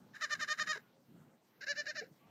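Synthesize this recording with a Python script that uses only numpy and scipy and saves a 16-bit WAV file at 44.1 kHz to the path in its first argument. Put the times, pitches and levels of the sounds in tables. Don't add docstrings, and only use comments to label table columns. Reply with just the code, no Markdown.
import sys
import numpy as np
from scipy import signal
from scipy.fft import rfft, irfft
from scipy.io import wavfile

SR = 44100
rng = np.random.default_rng(int(sys.argv[2]) if len(sys.argv) > 2 else 0)


def attenuation_scalar(level_db):
    decades = np.asarray(level_db, float) / 20
    return 10 ** decades


def dump_mix(stems):
    frames = np.atleast_2d(stems).T
    limited = np.clip(frames, -1, 1)
    pcm = np.round(limited * 32767).astype(np.int16)
    wavfile.write(sys.argv[1], SR, pcm)


N = 101429


def t_s():
    return np.arange(N) / SR


def rms_one(x):
    return x / np.sqrt(np.mean(x ** 2) + 1e-20)


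def drift(rate_hz):
    r = np.exp(-2 * np.pi * rate_hz / SR)
    settle = 9000
    noise = rng.standard_normal(N + settle)
    return rms_one(signal.lfilter([1], [1, -2 * r, r * r], noise)[settle:])


def ramp(s, start_s, length_s):
    progress = np.clip((s - start_s) / max(length_s, 1e-4), 0, 1)
    return np.sin(np.pi / 2 * progress) ** 2


def hush(gust_db):
    # freq_hz, level_db
    spectrum = np.array([(30, -34.5), (230, -2), (550, -6.5), (1900, -18.5), (5000, -25.5), (9000, -30),
                         (11000, -43.5), (14000, -26.5)])
    level_db, rustle_follows = -69, 0.31
    edges = np.minimum(24 * 2 ** np.arange(0, 9.9, .5), 16000)
    white = rng.standard_normal((2, N))
    out = 0
    for k, (low, high) in enumerate(zip(edges, edges[1:])):
        hz = np.sqrt(low * high)
        db = np.interp(np.log(hz), np.log(spectrum[:, 0]), spectrum[:, 1])
        db = db + 2.7 * drift(5.6)
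        db = db + rustle_follows * (gust_db - gust_db.mean()) / (1 + hz / 2000)
        band = signal.butter(2, [low, high], "band", fs=SR, output="sos")
        out = out + attenuation_scalar(db) * signal.sosfilt(band, white[k % 2])
    return attenuation_scalar(level_db) * rms_one(out)


def wind(gust_db):
    band = signal.butter(2, [127.3, 241], "band", fs=SR, output="sos")
    rumble = signal.sosfilt(band, rng.standard_normal(N))
    lumps = attenuation_scalar(1.5 * drift(22))
    return attenuation_scalar(gust_db - 3.5) * rms_one(lumps * rumble)


def far_calls():
    # start_s, length_s, level_db, pitch_hz
    calls = [
        (0.014, 0.19, -82, 870),
        (0.832, 0.092, -83, 1454),
        (.93, .1, -78, 545),
        (2.204, 0.087, -78.5, 1158),
        (2.23, 0.11, -81, 922),
    ]
    s, out = t_s(), 0
    for start, length, db, hz in calls:
        level = attenuation_scalar(db + 5 + 0.83 * drift(27))
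        shape = ramp(s, start, 0.0079) * (1 - ramp(s, start + length - .02, 0.026))
        phase = 2 * np.pi * np.cumsum(hz * (1 + 0.0136 * drift(19.4))) / SR
        out = out + level * shape * np.sin(phase)
    return out


def yard(x):
    first_echo_s, echo_db, t60_s = .008, -22, .14
    s = np.arange(SR // 4) / SR
    tail = rng.standard_normal(len(s)) * attenuation_scalar(-60 * s / t60_s) * (s > first_echo_s)
    tail = tail / np.sqrt(np.sum(tail ** 2))
    return attenuation_scalar(echo_db) * signal.fftconvolve(x, tail)[:N]


def gulps():
    # start_s, length_s, level_db, freq_hz
    rings = [
        (.754, .02, -57, 950),
        (.757, .012, -58, 650),
        (.760, .025, -54, 430),
        (1.615, .015, -66, 500),
        (2.016, .016, -47, 415),
        (2.020, .012, -58, 720),
        (2.022, .024, -62, 2150),
        (2.035, .01, -52, 500),
        (2.116, .012, -60, 160),
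    ]
    s, out = t_s(), 0
    for start, length, db, hz in rings:
        shape = ramp(s, start - .004, 0.004) * (1 - ramp(s, start + 0.49 * length, length))
        level = attenuation_scalar(db + 3 + 2.5 * drift(60))
        phase = 2 * np.pi * np.cumsum(hz * (1 + .06 * drift(140))) / SR
        out = out + level * shape * np.sin(phase)
    return out


def tract(x, peaks, dips):
    size, mouth_top_hz = 4096, 7150
    hz = np.arange(size // 2 + 1) * SR / size + 1
    power, dip_log = 0, 0
    for f, width, db in peaks:
        mouth_end = 1 + (f < 8000) * (hz / mouth_top_hz) ** 40
        power = power + attenuation_scalar(db) ** 2 / (1 + (2 * (hz - f) / width) ** 2) ** 2 / mouth_end
    for f, width, db in dips:
        dip_log = dip_log + np.log(attenuation_scalar(db)) * np.exp(-(2 * (hz - f) / width) ** 2)
    cep = irfft(np.log(power) / 2 + dip_log)
    cep[1:size // 2] *= 2
    cep[size // 2 + 1:] = 0
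    return signal.fftconvolve(x, irfft(np.exp(rfft(cep))))[:N]


def harmonics(phase, first, last):
    return sum(np.cos(2 * np.pi * k * phase) for k in range(first, last + 1))


def bleat(beats, hoarse, peaks, dips, sag, leak_db):
    catch_s, break_s, break_hold_s, break_db = .033, .013, .012, -8.5
    lock_s, unlock_s, swell_db = .003, .004, -4
    catch_sag, break_sag, catch_over = .13, .12, .03
    s, clear, rough, knots = t_s(), np.zeros(N), np.zeros(N), []
    for start, length, db, hz, lead_db in beats:
        end = start + length
        lock = ramp(s, start - lock_s, lock_s) * (1 - ramp(s, end, unlock_s))
        arch = np.clip((s - start) / length / .7 - 1, -1.2, 1.2) ** 2
        clear += lock * attenuation_scalar(db + swell_db * arch)
        catch = ramp(s, start - catch_s, catch_s * .85) * (1 - ramp(s, start - lock_s, lock_s))
        rough += attenuation_scalar(db + lead_db) * catch
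        fall_db = 20 * np.clip(s - end - break_hold_s, 0, 1) / break_s
        rough += attenuation_scalar(db + break_db - fall_db) * ramp(s, end, unlock_s)
        knots += [(start - catch_s, hz * (1 - catch_sag)), (start - .008, hz * (1 + catch_over))]
        knots += [(start, hz * (1 + sag)), (end, hz * (1 - sag)), (end + break_s, hz * (1 - break_sag))]
    for start, length, db, hz in hoarse:
        fade = 1 - ramp(s, start + length, .3 * length + .005)
        rough += attenuation_scalar(db) * ramp(s, start - .01, .013) * fade
        knots += [(start + length / 2, hz)]

    first, last = hoarse[0][0], hoarse[-1][0] + hoarse[-1][1]
    leak_level = attenuation_scalar(np.mean(beats, axis=0)[2] + leak_db)
    leak = leak_level * ramp(s, first, 0.014) * (1 - ramp(s, last, 0.053))

    unlocked = rough / (rough + 8 * clear + 1e-9)
    jitter = (.05 * unlocked + .003) * drift(70)
    pitch_hz = np.interp(s, *np.transpose(sorted(knots))) * (1 + jitter)
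    phase = np.cumsum(pitch_hz) / SR
    pulses = -rms_one(harmonics(phase, 1, 18) + (unlocked < .5) * harmonics(phase, 19, 25))
    air = rng.standard_normal(N) * (1 + .6 * np.cos(2 * np.pi * phase))

    shimmer = attenuation_scalar(4 * np.clip(drift(100), -2, 1.3))
    slack = pulses * rough * shimmer + air * (rough * attenuation_scalar(-6) + leak)
    throat_hz, throat_width_hz = 1668, 85
    ring = signal.iirpeak(throat_hz, throat_hz / throat_width_hz, fs=SR)
    slack = slack + 0.43 * signal.lfilter(*ring, slack)
    slack = signal.lfilter(*signal.butter(1, 970, "high", fs=SR), slack)
    r = np.exp(-2 * np.pi * 2960 / SR)
    slack = signal.lfilter([1 - r], [1, -r], slack)

    above = signal.butter(8, 8000, "high", fs=SR, output="sos")
    top_air = attenuation_scalar(2) * signal.sosfilt(above, air * (rough + 2 * leak + .1 * clear))
    locked = clear * (pulses + air * attenuation_scalar(-23))
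    return attenuation_scalar(19) * tract(top_air + locked + slack, peaks, dips)


def first_bleat():
    # start_s, length_s, level_db, pitch_hz, lead_in_db (re core)
    beats = [
        (.233, 0.015, -41.5, 604.2, -3.5),
        (.322, 0.017, -40, 600, -3),
        (.420, 0.016, -42, 600.6, 0.5),
        (.501, 0.027, -40, 610.7, -3.5),
        (.602, .024, -40.5, 617, -1),
        (.690, 0.03, -40.5, 620.2, -4.5),
    ]
    # start_s, length_s, level_db, pitch_hz
    hoarse = [
        (0.139, 0.0044, -67, 932.5),
        (0.149, 0.005, -63, 793),
        (0.16, 0.0085, -57.5, 864),
        (0.735, 0.022, -51.5, 578.3),
        (0.767, 0.0091, -58.5, 485),
    ]
    # freq_hz, width_hz, level_db
    peaks = [(600, 110, -20.5), (1250, 160, -7), (1716, 586, 1), (2970, 560, -14.5), (3934, 770, -9),
             (5120, 1010, -11), (5880, 430, -12), (6800, 1500, -14), (9260, 7700, -40)]
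    # freq_hz, width_hz, depth_db
    dips = [(900, 200, -10), (3330, 220, -13), (4520, 180, -9), (8200, 400, -16)]
    return bleat(beats, hoarse, peaks, dips, sag=.001, leak_db=-23.5)


def second_bleat():
    # start_s, length_s, level_db, pitch_hz, lead_in_db (re core)
    beats = [
        (1.689, .030, -41.5, 576.8, -4),
        (1.777, 0.03, -43, 593.6, -7.5),
        (1.881, .025, -45, 608.4, 0),
        (1.976, 0.024, -45.5, 595.8, 0.5),
    ]
    # start_s, length_s, level_db, pitch_hz
    hoarse = [
        (1.614, 0.016, -54.5, 500),
        (1.639, 0.0061, -53, 550.5),
        (2.018, 0.0255, -74, 689.5),
    ]
    # freq_hz, width_hz, level_db
    peaks = [(615, 205, -10), (1672, 553, 0), (2850, 1270, -15), (3960, 210, -9), (4410, 1100, -11.5),
             (5310, 930, -11), (6350, 2400, -18), (11900, 10000, -49)]
    # freq_hz, width_hz, depth_db
    dips = [(1050, 500, -18), (3270, 420, -22), (8600, 1400, -25)]
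    return bleat(beats, hoarse, peaks, dips, sag=.005, leak_db=-21)


def scene():
    # time_s, level_db
    gusts = [(0.0, -60.5), (0.33, -70), (0.36, -59.5), (0.38, -52), (0.58, -75.5), (0.6, -53.5),
             (0.82, -67.5), (1.07, -71), (1.09, -60), (1.17, -57.5), (1.2, -62), (1.25, -60), (1.41, -79),
             (1.79, -64.5), (1.91, -66.5), (2.13, -64), (2.16, -76), (2.3, -58)]
    gust_db = np.interp(t_s(), *np.transpose(gusts))
    goat = first_bleat() + second_bleat() + gulps()
    mix = hush(gust_db) + wind(gust_db) + far_calls() + yard(goat) + goat
    return mix[None]


def low_pass(x):
    return signal.sosfilt(signal.butter(12, 15220, fs=SR, output="sos"), x)


def record(dry):
    return low_pass(dry)


dry = scene()
out = record(dry)
dump_mix(out)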